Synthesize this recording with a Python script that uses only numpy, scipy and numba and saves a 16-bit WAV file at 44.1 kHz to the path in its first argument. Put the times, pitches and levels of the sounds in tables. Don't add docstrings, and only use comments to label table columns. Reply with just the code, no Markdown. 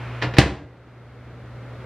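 import sys
import numpy as np
from scipy import signal
from scipy.fft import rfft, irfft
from scipy.io import wavfile
from scipy.ndimage import uniform_filter1d
from numba import njit

SR = 44100
rng = np.random.default_rng(int(sys.argv[2]) if len(sys.argv) > 2 else 0)


def int16_out(signal):
    q = np.round(np.clip(np.atleast_2d(signal).T, -1, 1) * 32767)
    wavfile.write(sys.argv[1], SR, q.astype(np.int16))


N = 81585
SLAM_S = 0.3852


# (time after first contact [s], level [dB])
SEATING_CONTACTS = [(0, -0.5), (.0031, 5.5), (.0053, 3.5), (.0090, -3.5), (.019, -2.5)]
# (frequency [Hz], relative density [dB])
SNAP_SPECTRUM = [(60, -23.5), (300, 7.5), (1000, -0.5), (3000, -1.5), (4500, -8), (8000, -25.5),
                 (16000, -38.5)]
# (frequency [Hz], relative density [dB])
CLATTER_SPECTRUM = [(40, -38), (90, -15.5), (150, -5.5), (310, 0.5), (460, -8.5), (750, -5.5), (1000, -12),
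                    (2400, -3.5), (3300, -5), (4500, -11), (8000, -23.5), (11000, -35), (16000, -48)]
# (frequency [Hz], T60 [s])
PANEL_DECAY = [(100, 0.16), (500, 0.36), (2000, 0.17), (5000, 0.12), (9000, 0.22), (15000, 0.066)]

def slam(crack_hz=2620, crack_db=5.5, snap_t60_s=.016, clatter_db=0.5, boom_db=13, ring_db=-3.5):
    crack = undb(crack_db) * np.sin(2 * np.pi * crack_hz * clock()) * decay(t60_s=.01)
    contacts = sum(delay(undb(db) * white() * decay(snap_t60_s), s) for s, db in SEATING_CONTACTS)
    panel_noise = band_decay(white(), PANEL_DECAY) * rise(tau_s=.0018)
    clatter = undb(clatter_db) * stereo(panel_noise, CLATTER_SPECTRUM)
    snap = stereo(contacts, SNAP_SPECTRUM)
    impact = crack + snap + clatter + undb(boom_db) * case_boom() + undb(ring_db) * panel_ring()
    return delay(impact, SLAM_S)


# (frequency [Hz], level [dB], T60 [s])
CASE_MODES = [(66.23, -15, .36), (84.5, -19, .45), (115.7, -16.5, 0.08), (128.4, -1.5, 0.11),
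              (158.6, -4, 0.062), (197.3, -21, 0.35), (232.8, -17.5, 0.15), (295, 3, 0.069),
              (354.4, -9, 0.13)]

def case_boom(push_s=.00055, lag_s=.00062):
    pole = np.exp(-1 / (push_s * SR))
    cushioned = signal.lfilter([(1 - pole) ** 2], [1, -2 * pole, pole ** 2], ring(CASE_MODES, np.cos))
    return -delay(cushioned, lag_s)


# (frequency [Hz], level [dB], T60 [s])
DOOR_MODES = [(532.5, -10.5, 0.45), (565.6, -10.5, 0.25), (682, -3, 0.091), (785.4, 5, 0.091),
              (1137, -4.5, 0.11), (1608, -3, .14), (1945, 0.5, 0.087), (2024, -6.5, 0.26),
              (2530, -5.5, 0.11), (2903, -9, 0.12), (3267, -6.5, 0.077), (4000, -11, 0.12)]

def panel_ring(spread_s=.004):
    lags_s = rng.random(len(DOOR_MODES)) * spread_s
    return sum(delay(ring([mode]) * rise(tau_s=.0004), s) for mode, s in zip(DOOR_MODES, lags_s))


# (time [s], rattle level [dB], boom level [dB])
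LIGHT_KNOCKS = [(0.2171, -29, -50), (0.2228, -19, -31.5), (0.2299, -33.5, -32.5), (0.2379, -31, -22.5),
                (0.2476, -36, -23), (0.2700, -42, -20), (0.338, -30.5, -28), (0.368, -23.5, -32.5),
                (0.3827, -19, -32), (0.4150, -7.5, -15.5), (0.46, -17.5, -5)]
# (frequency [Hz], relative density [dB])
RATTLE_SPECTRUM = [(60, -23.5), (200, -7.5), (330, 4.5), (550, 2.5), (1000, -1.5), (1800, 2), (3300, -4.5),
                   (5000, -12.5), (8000, -34.5), (11000, -42), (16000, -42.5)]

def knocks(ring_db=-14):
    boom = case_boom()
    ringing = undb(ring_db) * panel_ring()
    rattle = stereo(band_decay(white(), PANEL_DECAY), RATTLE_SPECTRUM) + ringing
    return sum(delay(undb(rattle_db) * rattle + undb(boom_db) * boom, s)
               for s, rattle_db, boom_db in LIGHT_KNOCKS)


# (frequency [Hz], T60 [s])
ROOM_DECAY = [(80, 0.82), (250, 0.63), (600, 0.7), (1200, 0.53), (3000, 0.37), (8000, 0.39), (15000, 0.099)]
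# (frequency [Hz], relative gain [dB])
ROOM_SPECTRUM = [(40, -13), (80, -5), (135, -6), (250, -1), (400, -0.5), (700, -1.5), (3000, 2),
                 (16000, -4)]

def kitchen_reverb(x, level_db=-14, predelay_s=.008):
    tail = stereo(band_decay(white(), ROOM_DECAY) * rise(tau_s=.0097), ROOM_SPECTRUM)
    tail = delay(tail / np.sqrt(np.sum(tail ** 2) / 2), predelay_s)
    return undb(level_db) * signal.fftconvolve(x.mean(axis=0)[None], tail, axes=1)[:, :N]


# (frequency [Hz], rms level [dB])
HUM_LINES = [(120.7, -37.5), (65.3, -49), (247, -56.5)]
# (frequency [Hz], relative density [dB])
AIR_SPECTRUM = [(25, -12), (50, -4.5), (75, -4.5), (100, -3.5), (160, -6), (260, -7), (400, -8.5),
                (550, -7.5), (780, -13.5), (1050, -16.5), (1350, -13), (1750, -18.5), (2100, -18.5),
                (2600, -25), (3400, -30), (5000, -39.5), (8000, -47), (13000, -50), (16000, -69)]
# (frequency [Hz], side minus mid [dB])
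AIR_WIDTH = [(110, -60), (180, -25.5), (300, -12.5), (600, -17.5), (2100, -19.5), (2900, -10.5), (3900, 0),
             (5000, -1), (11000, 1.5)]
# (frequency [Hz], relative density [dB])
GAP_SPECTRUM = [(100, -12), (400, 7.5), (1100, 7.5), (2600, 4.5), (4000, -11.5), (8000, -27.5),
                (16000, -42)]

def fan(air_db=-39.5, gap_db=-39.5, closing_s=.12, open_boost_db=4, waver_db=.55, drift_rad=.08):
    t = clock()
    hum = np.zeros(N)
    for hz, db in HUM_LINES:
        amplitude = np.sqrt(2) * undb(db + waver_db * wander(rate_hz=12))
        hum += amplitude * np.sin(2 * np.pi * hz * t + drift_rad * wander(rate_hz=2.2))
    opening = np.clip((SLAM_S - t) / closing_s, 0, 1)
    air = undb(air_db) * stereo(white(), AIR_SPECTRUM, AIR_WIDTH)
    gap_air = undb(gap_db) * opening * stereo(white(), GAP_SPECTRUM)
    return hum * undb(open_boost_db * opening) + air + gap_air


# (frequency [Hz], side minus mid [dB])
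DEFAULT_WIDTH = [(100, -63.5), (200, -52), (350, -33), (750, -25.5), (1400, -27.5), (2400, -27.5),
                 (3400, -11), (4800, -7.5), (7000, 1.5), (11000, 6.5)]

def stereo(pair, spectrum, width=DEFAULT_WIDTH):
    mid, side = colour(pair, spectrum)
    rms_gain = np.sqrt(np.mean(undb(lookup(spectrum, np.linspace(0, SR / 2, N))) ** 2))
    return (mid + colour(side, width) * np.array([[1], [-1]])) / rms_gain


def colour(x, table):
    size = 2 * N
    cepstrum = irfft(np.log(undb(lookup(table, np.arange(N + 1) * SR / size))), size)
    cepstrum[1:N] *= 2
    cepstrum[N + 1:] = 0
    return irfft(rfft(x, size) * np.exp(rfft(cepstrum)), size)[..., :N]


def band_decay(x, t60_table):
    centres_hz = 45 * 2 ** (np.arange(18) / 2)
    band = np.interp(np.arange(N // 2 + 1) * SR / N, centres_hz, np.arange(len(centres_hz)))
    spectrum = rfft(x)
    return sum(irfft(spectrum * np.maximum(1 - abs(band - k), 0), N) * decay(lookup(t60_table, hz))
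               for k, hz in enumerate(centres_hz))


def ring(modes, wave=np.sin):
    return sum(undb(db) * wave(2 * np.pi * hz * clock()) * decay(t60_s) for hz, db, t60_s in modes)


def decay(t60_s):
    return np.exp(-np.log(1000) * clock() / t60_s)


def rise(tau_s):
    return 1 - np.exp(-clock() / tau_s)


def delay(x, s):
    k = max(int(s * SR), 0)
    return np.concatenate([np.zeros(x.shape[:-1] + (k,)), x[..., :N - k]], axis=-1)


def wander(rate_hz):
    k = int(SR / rate_hz)
    steps = np.repeat(rng.standard_normal(N // k + 1), k)
    smooth = uniform_filter1d(uniform_filter1d(steps, k), k)[:N]
    return smooth / smooth.std()


def white():
    return rng.standard_normal((2, N))


def lookup(table, hz):
    knots_hz, values = np.array(table, float).T
    return np.interp(np.log(np.maximum(hz, 1)), np.log(knots_hz), values)


def undb(db):
    return 10 ** (np.asarray(db) / 20)


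def clock():
    return np.arange(N) / SR


def scene():
    door = knocks() + slam()
    return door + kitchen_reverb(door) + fan()


@njit
def gain_reduction(over_db, attack_s, release_db_per_s):
    cuts_db, cut_db = np.empty(len(over_db)), 0.
    for i in range(len(over_db)):
        if over_db[i] > cut_db:
            cut_db += (over_db[i] - cut_db) / (attack_s * SR)
        else:
            cut_db = max(cut_db - release_db_per_s / SR, 0.)
        cuts_db[i] = cut_db
    return cuts_db


# (frequency [Hz], gain [dB])
RECORDER_TONE = [(3000, -1), (4500, 0.5), (10000, -3), (16000, -5.5)]

def record(dry, low_cut_hz=61, threshold_db=-5.5, clip_knee=5, top_hz=15900):
    low_cut = signal.cheby1(2, 2, low_cut_hz, "high", fs=SR, output="sos")
    top_cut = signal.ellip(8, .2, 70, top_hz, fs=SR, output="sos")
    x = undb(1.5) * signal.sosfilt(low_cut, dry)
    over_db = 20 * np.log10(abs(x).max(axis=0) + 1e-9) - threshold_db
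    ducked = x * undb(-gain_reduction(over_db, attack_s=.005, release_db_per_s=9.5))
    clipped = ducked / (1 + abs(ducked) ** clip_knee) ** (1 / clip_knee)
    return signal.sosfilt(top_cut, colour(clipped, RECORDER_TONE))


dry = scene()
out = record(dry)
int16_out(out)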